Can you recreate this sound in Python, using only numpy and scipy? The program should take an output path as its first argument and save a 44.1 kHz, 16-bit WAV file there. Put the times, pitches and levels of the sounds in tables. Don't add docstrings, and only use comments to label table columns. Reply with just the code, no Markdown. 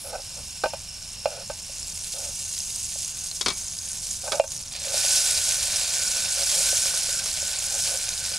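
import sys
import numpy as np
from scipy import signal
from scipy.fft import rfft, irfft, next_fast_len
from scipy.io import wavfile
from scipy.ndimage import uniform_filter1d, minimum_filter1d, map_coordinates

SR = 44100
rng = np.random.default_rng(int(sys.argv[2]) if len(sys.argv) > 2 else 0)


def master(y):
    cut = np.clip(np.atleast_2d(y).T, -1, 1)
    pcm = np.round(cut * 32767)
    wavfile.write(sys.argv[1], SR, pcm.astype(np.int16))


N = 369558

# freq_hz, gain_db
FLAME_EQ = [(15, -5.5), (30, -0.5), (80, 2), (115, -4.5), (190, -8), (270, -18.5), (380, -23.5),
            (600, -20.5), (1100, -20.5), (2500, -41), (8000, -50)]
HINGE_EQ = [(300, -11), (2600, -18), (3600, -1), (4400, -1), (5300, 4), (6800, -4), (9400, -10),
            (11000, -20), (15000, -38)]
RATTLE_EQ = [(80, -17), (190, -0.5), (400, -1.5), (600, -7), (850, -4.5), (1150, 2), (1750, -6),
             (2350, -2.5), (3000, -4), (5000, 0.5), (9000, -41)]
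RASP_EQ = [(200, -35.5), (420, -18.5), (555, 4), (680, -2), (790, -10.5), (920, -10), (1060, -26),
           (1300, -19.5), (1500, -14), (1900, -29), (2600, -26), (3500, -50), (9000, -26), (14000, -55)]
THUD_EQ = [(100, -20), (300, -46), (420, -23.5), (550, 6.5), (660, 3), (760, -11), (900, -8), (1100, -31),
           (1800, -34), (3000, -24.5), (6000, -59), (12000, -86)]
CLANK_EQ = [(150, -15.5), (400, -7), (600, 4), (850, -4), (1060, -5), (1220, -4), (1600, -19),
            (2050, -18.5), (2600, -13.5), (3500, -22), (4300, -10), (5400, -15.5), (6800, -21),
            (14000, -38)]
FIZZ_EQ = [(1500, -34), (3000, -13), (4200, -8.5), (5400, -1), (6400, -1), (7600, 0.5), (8100, -3),
           (9800, -1.5), (10600, -7.5), (11500, -14.5), (13000, -18.5), (14400, -23), (15300, -36),
           (15800, -60)]
COARSE_EQ = [(200, -31.5), (320, -38), (440, -13), (600, -2), (800, -5), (1050, -8.5), (1300, -12.5),
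             (1750, -5.5), (2100, -5), (2300, 0.5), (3300, -1), (4200, 4.5), (5500, 2), (8000, -52),
             (12000, -38)]
CRACKLE_EQ = [(800, -27), (2300, -5.5), (4500, -2.5), (9500, -3.5), (11500, -10), (14500, -19),
              (15800, -33)]
WINDSHIELD_EQ = [(600, -13), (1400, -5), (2800, 0), (5000, -2), (8500, -5), (12000, 0)]
# freq_hz, level_db, t60_s
WIRE_MODES = [(400, -3.5, 0.11), (1200, 0, 0.025), (2278, -2, 0.17), (3350, 9, 0.044), (3760, -2, 0.16),
              (4830, -15, 0.044), (5000, 0, 0.034), (6750, -1, 0.052), (8980, 5.5, 0.034)]
WALL_MODES = [(545, -12.5, 0.084), (641, 1.5, 0.063), (821, -11.5, 0.13), (910, -17.5, 0.19),
              (1265, -13, 0.045), (1540, -7, 0.078), (2440, -16.5, 0.064), (2750, -24, 0.14),
              (4100, -19, 0.034), (5400, -17, 0.033)]
# freq_hz, width_hz, gain_db
AIR_MODES = [(556, 55, -6.5), (1514, 52, 7), (2285, 64, -5)]
# start_s, end_s, pitch_hz, width_hz, level_db
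STEAM_NOTES = [(0, .11, 10000, 2240, -42), (0, 2, 5360, 400, -45.5), (.1, 2.4, 2770, 400, -55),
               (2.1, 3.4, 2800, 400, -55), (2.2, 4, 6520, 350, -44), (2.4, 2.5, 9040, 250, -52),
               (4.441, 4.56, 6400, 1500, -40.5)]
# start_s, level_db, body_relative_db, left_minus_right_db
HANDLE_CLACKS = [(3.411, -15, -8, 5), (3.461, -18, 6.5, 4), (3.4833, -11.5, -1.5, 3.5),
                 (3.5026, -20, -1, 6), (4.32, -19, 0, -5)]
# start_s, length_s, level_db
SCRAPES = [(0.041, 0.18, -37.5), (0.13, 0.037, -31), (0.365, 0.05, -44), (1.267, 0.17, -38.5),
           (2.136, 0.18, -42), (4.233, 0.082, -34.5), (4.313, 0.089, -30), (4.78, 0.076, -52),
           (4.85, 0.13, -37), (6.359, 0.09, -38.5), (6.532, 0.1, -37.5), (7.708, 0.067, -39),
           (7.859, .12, -39)]
# start_s, level_db, clank_relative_db
KNOCKS = [(.637, -15, 3), (.658, -14.5, -4.5), (0.7349, -20.5, -6), (1.257, -10.5, -9), (1.2755, -25, -27),
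          (1.499, -24.5, -2), (1.695, -40, -30), (2.957, -36, -9.5), (4.277, -26, 1.5), (4.329, -28.5, 4.5),
          (4.3983, 1.5, -15), (4.438, -24, -1), (4.941, -24, -22), (5.045, -28.5, -17)]
# start_s, level_db, pitch_hz
SPITS = [(1.829, -21.5, 5430), (2.76, -15, 8500), (3.314, -20, 4230), (3.613, -19, 6450),
         (4.478, -18, 6240), (4.519, -16, 6860), (5.31, -12, 9000), (8.090, -12, 6300),
         (8.339, -19.5, 4670)]
# start_s, level_db
PLOPS = [(5.485, -33), (6.729, -26.5), (6.858, -28.5), (6.94, -29), (7.089, -30), (7.26, -27.5),
         (7.427, -32.5), (7.955, -35.5), (8.318, -31)]
# time_s, level_db
SIMMER = [(0, -44), (.45, -38), (.8, -42), (1.45, -41.5), (2.0, -35.5), (2.7, -31.5), (3.4, -36.5),
          (3.95, -35.5), (4.25, -32.5), (4.52, -37), (4.62, -41.5), (4.8, -38.5)]
# crest_s, length_s, fizz_boost_db, coarse_boost_db
SWIRLS = [(4.761, 0.25, -0.5, 11.5), (5.126, 0.42, 4.5, 1.5), (5.785, .2, 1, 1.5), (6.642, 0.94, 6.5, 2),
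          (7.812, 0.38, 4.5, -0.5)]
# freq_hz, right_lead_rad
PORT_LEAD = [(1000, 0), (2070, .2), (3300, .75), (4200, .45), (7500, .3), (8800, 0)]
# freq_hz, left_minus_right_db
PORT_BALANCE = [(100, -.5), (700, -2.3), (1400, -1.6), (4400, -1.8), (8100, -1), (15000, 0)]
# offset_db, simmer_share, spread_boost_db, drying_db_per_s
FIZZ_LAYER, COARSE_LAYER = (1, 0.93, 14, 1.9), (-10.5, -0.04, 16.5, 1.74)
HOLLOW_LAYER = (-26, .3, 21, 0.9)

TILT_S, SPREAD_S, SWIRL_RISE_SHARE = 4.785, 0.18, .35
SIMMER_BUBBLES_PER_S, RATE_DOUBLING_DB = 1500, 6.5
FRESH_BUBBLES_PER_S, FRESH_DECAY_S = 6000, 1.3
FLICKER_DB, TOP_HZ = 1.2, 15760


def amp(db):
    return 10 ** (np.asarray(db) / 20)


def unit_rms(x):
    return x / np.sqrt(np.mean(x ** 2) + 1e-20)


def unit_peak(x):
    return x / np.abs(x).max()


def log_interp(points, hz):
    freqs_hz, values = np.transpose(points)
    return np.interp(np.log(hz + 1), np.log(freqs_hz + 1), values)


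def add(track, start_s, sound):
    room = track[..., round(start_s * SR):][..., :sound.shape[-1]]
    room += sound[..., :room.shape[-1]]


def wobble(knots_per_s):
    at = np.arange(0, N, 16)
    curve = map_coordinates(rng.standard_normal(N // 20), [at * knots_per_s / SR], mode="wrap")
    return np.interp(np.arange(N), at, curve)


def swell(length_s):
    return np.abs(np.sin(np.linspace(0, np.pi, int(length_s * SR)))) ** 0.25


def filtered(x, response):
    n = x.shape[-1]
    n_fft = 2 * next_fast_len(n // 2 + SR // 20, real=True)
    return irfft(rfft(x, n_fft) * response(np.fft.rfftfreq(n_fft, 1 / SR)), n_fft)[..., :n]


def eq_response(points, hz):
    cepstrum = irfft(np.log(amp(log_interp(points, hz))))
    cepstrum[1:len(hz) - 1] *= 2
    cepstrum[len(hz):] = 0
    return np.exp(rfft(cepstrum))


def eq(x, points):
    return filtered(x, lambda hz: eq_response(points, hz))


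def resonances(modes, hz):
    return sum(amp(db) * 1j * hz * width_hz / (mode_hz ** 2 - hz ** 2 + 1j * hz * width_hz)
               for mode_hz, width_hz, db in modes)


def grains(rate_per_s, spread_db):
    fires = rng.random(N) < rate_per_s / SR
    size = amp(spread_db * np.minimum(rng.standard_normal(N), 2.5))
    return unit_rms(fires * size * rng.choice([-1, 1], N) / np.sqrt(rate_per_s))


def burst(t60_s):
    t = np.arange(SR // 4) / SR
    return rng.standard_normal(len(t)) * amp(-60 * t / t60_s)


def ringing(modes, t):
    return sum((-1) ** k * amp(db + rng.normal(0, 1.0) - 60 * t / t60_s) * np.sin(2 * np.pi * hz * t)
               for k, (hz, db, t60_s) in enumerate(modes))


def ping(hz, decay_cycles, t):
    return np.sin(2 * np.pi * hz * t) * np.exp(-hz * t / decay_cycles)


def pings(centre_hz, log_spread, decay_cycles, spread_db, count):
    start = rng.integers(0, N, (count, 1))
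    pitch, size = np.clip(rng.standard_normal((2, count, 1)), -2.5, 2.5)
    k = np.arange(SR // 400)
    rings = amp(spread_db * size) * ping(centre_hz * np.exp(log_spread * pitch), decay_cycles, k / SR)
    return unit_rms(np.bincount((start + k).ravel(), rings.ravel(), N)[:N])


def burner():
    common = rng.standard_normal(N)
    per_side = eq(rng.standard_normal((2, N)), [(70, -19), (150, -13), (300, -9)])
    return amp(-47.5 + FLICKER_DB * wobble(7)) * unit_rms(eq(common + per_side, FLAME_EQ))


def steam():
    out = np.zeros(N)
    for start_s, end_s, pitch_hz, width_hz, db in STEAM_NOTES:
        flow = swell(end_s - start_s)
        noise = rng.standard_normal(len(flow))
        note = filtered(noise, lambda hz: resonances([(pitch_hz, width_hz, 0)], hz) ** 2)
        add(out, start_s, amp(db + 1) * flow * unit_rms(note))
    return out * amp(1.5 * wobble(12))


def handle():
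    out, t = np.zeros((2, N)), np.arange(SR // 4) / SR
    for start_s, db, body_db, pan_db in HANDLE_CLACKS:
        click = unit_peak(eq(burst(t60_s=0.048), HINGE_EQ))
        wire = unit_peak(eq(ringing(WIRE_MODES, t), [(2400, body_db), (3200, 0)]))
        rattle = unit_peak(eq(burst(t60_s=0.1), RATTLE_EQ))
        clack = amp(4) * click + amp(-1) * wire + amp(body_db) * rattle
        add(out, start_s, amp([[db + pan_db / 2], [db - pan_db / 2]]) * clack)
    return out


def scrapes():
    pressure, t = np.zeros(N), np.arange(SR // 10) / SR
    for start_s, length_s, db in SCRAPES:
        add(pressure, start_s, amp(db) * swell(length_s))
    slips = grains(1200, spread_db=1.5)
    slip_ring = eq(ringing(WALL_MODES, t), [(300, -10), (520, -2), (850, -5.5), (1400, -0.5)])
    wall = unit_rms(signal.oaconvolve(slips, slip_ring)[:N])
    rasp = unit_rms(eq(slips, RASP_EQ))
    return pressure * (amp(-2.5) * rasp + amp(-11.5) * wall)


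def knocks():
    out, t = np.zeros(N), np.arange(SR // 4) / SR
    thud = unit_peak(eq(1. * (t == 0), THUD_EQ))
    attack = 1 - np.exp(-t / 0.0013)
    for start_s, db, clank_db in KNOCKS:
        wall_eq = [(250, -22.5), (500, 0.33 * clank_db), (900, 1.5 * clank_db),
                   (1500, 2.06 * clank_db), (2400, 0.26 * clank_db)]
        wall = eq(ringing(WALL_MODES, t) * attack, wall_eq)
        clank = unit_peak(eq(burst(t60_s=0.046), CLANK_EQ))
        add(out, start_s, amp(db) * (thud + amp(-0.5) * wall + amp(clank_db - 1) * clank))
    return out


def spatter():
    out, t = np.zeros(N), np.arange(SR // 4) / SR
    for start_s, db, pitch_hz in SPITS:
        spray = unit_peak(eq(burst(t60_s=0.018), FIZZ_EQ))
        add(out, start_s, amp(db) * (.9 * ping(pitch_hz, decay_cycles=9.1, t=t) + .5 * spray))
    for start_s, db in PLOPS:
        puff = burst(t60_s=0.0074)
        plop = filtered(puff, lambda hz: eq_response(CLANK_EQ, hz) * (1 + 4 * resonances(AIR_MODES, hz)))
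        add(out, start_s, amp(db + 3) * unit_peak(plop))
    return out


def frying_curves():
    t = np.arange(N) / SR
    simmer_db = np.interp(t, *np.transpose(SIMMER))
    mean_db = simmer_db[t < TILT_S].mean()
    spread = np.clip((t - TILT_S) / SPREAD_S, 0, 1)
    levels_db = []
    for offset_db, simmer_share, boost_db, drying_db_per_s in (FIZZ_LAYER, COARSE_LAYER, HOLLOW_LAYER):
        standing_db = mean_db + offset_db + simmer_share * (simmer_db - mean_db)
        levels_db.append(standing_db + spread * (boost_db - drying_db_per_s * (t - TILT_S)))
    fizz_db, coarse_db, hollow_db = levels_db
    for crest_s, length_s, fizz_boost_db, coarse_boost_db in SWIRLS:
        start_s = crest_s - SWIRL_RISE_SHARE * length_s
        wash = np.interp(t, [start_s, crest_s, start_s + length_s], [0, 1, 0])
        fizz_db += fizz_boost_db * wash
        coarse_db += coarse_boost_db * wash
    base_rate_per_s = SIMMER_BUBBLES_PER_S * 2 ** ((fizz_db - mean_db) / RATE_DOUBLING_DB)
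    base_rate_per_s += FRESH_BUBBLES_PER_S * np.exp(-t / FRESH_DECAY_S)
    return fizz_db, coarse_db, hollow_db, base_rate_per_s


def sizzle():
    fizz_db, coarse_db, hollow_db, base_rate_per_s = frying_curves()
    sparseness = (3300 / base_rate_per_s) ** 0.42
    clusters_db = (0.87 * wobble(22) + wobble(90) + 0.9 * wobble(450)) * sparseness
    snaps = unit_rms(eq(grains(1.2 * base_rate_per_s, spread_db=2), FIZZ_EQ))
    bubbles = pings(centre_hz=7390, log_spread=0.286, decay_cycles=4.3, spread_db=7.5, count=12000)
    bubbles = unit_rms(eq(bubbles, FIZZ_EQ))
    cracks = unit_rms(eq(grains(80, spread_db=3), CRACKLE_EQ))
    fizz = unit_rms(snaps + amp(-2.5) * sparseness * bubbles + amp(-12) * cracks) * amp(clusters_db)
    coarse = eq(grains(.6 * base_rate_per_s, spread_db=3.5), COARSE_EQ)
    coarse *= amp(0.31 * clusters_db + 1.4 * wobble(35))
    hollow = filtered(grains(.3 * base_rate_per_s, spread_db=5.5), lambda hz: resonances(AIR_MODES, hz))
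    hollow *= amp(1.8 * wobble(9))
    return (amp(fizz_db) * unit_rms(fizz) + amp(coarse_db) * unit_rms(coarse)
            + amp(hollow_db) * unit_rms(hollow))


def reflections(x, wet_db, t60_s):
    tails = np.array([burst(t60_s), burst(t60_s)])
    tails = np.pad(tails / np.linalg.norm(tails[0]), ((0, 0), (SR // 1000, 0)))
    return x + amp(wet_db) * signal.fftconvolve(x[None], eq(tails, WINDSHIELD_EQ), axes=1)[:, :N]


def port_response(hz):
    sides = np.array([[.5], [-.5]])
    return amp(sides * log_interp(PORT_BALANCE, hz)) * np.exp(-1j * sides * log_interp(PORT_LEAD, hz))


def limiter(x, ceiling, release_db_per_s):
    over_db = 20 * np.log10(np.maximum(np.abs(x).max(axis=0) / ceiling, 1))
    climb_db = release_db_per_s * np.arange(N) / SR
    cut_db = np.maximum.accumulate(over_db + climb_db) - climb_db
    return x * uniform_filter1d(minimum_filter1d(amp(-cut_db), size=130), size=130)


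def scene():
    pot = sizzle() + steam() + spatter() + scrapes() + knocks()
    pot = reflections(pot, wet_db=-8, t60_s=.025)
    return filtered(pot, port_response) + handle() + burner()


def record(dry):
    return filtered(limiter(dry, ceiling=0.58, release_db_per_s=64), lambda hz: hz < TOP_HZ)


dry = scene()
out = record(dry)
master(out)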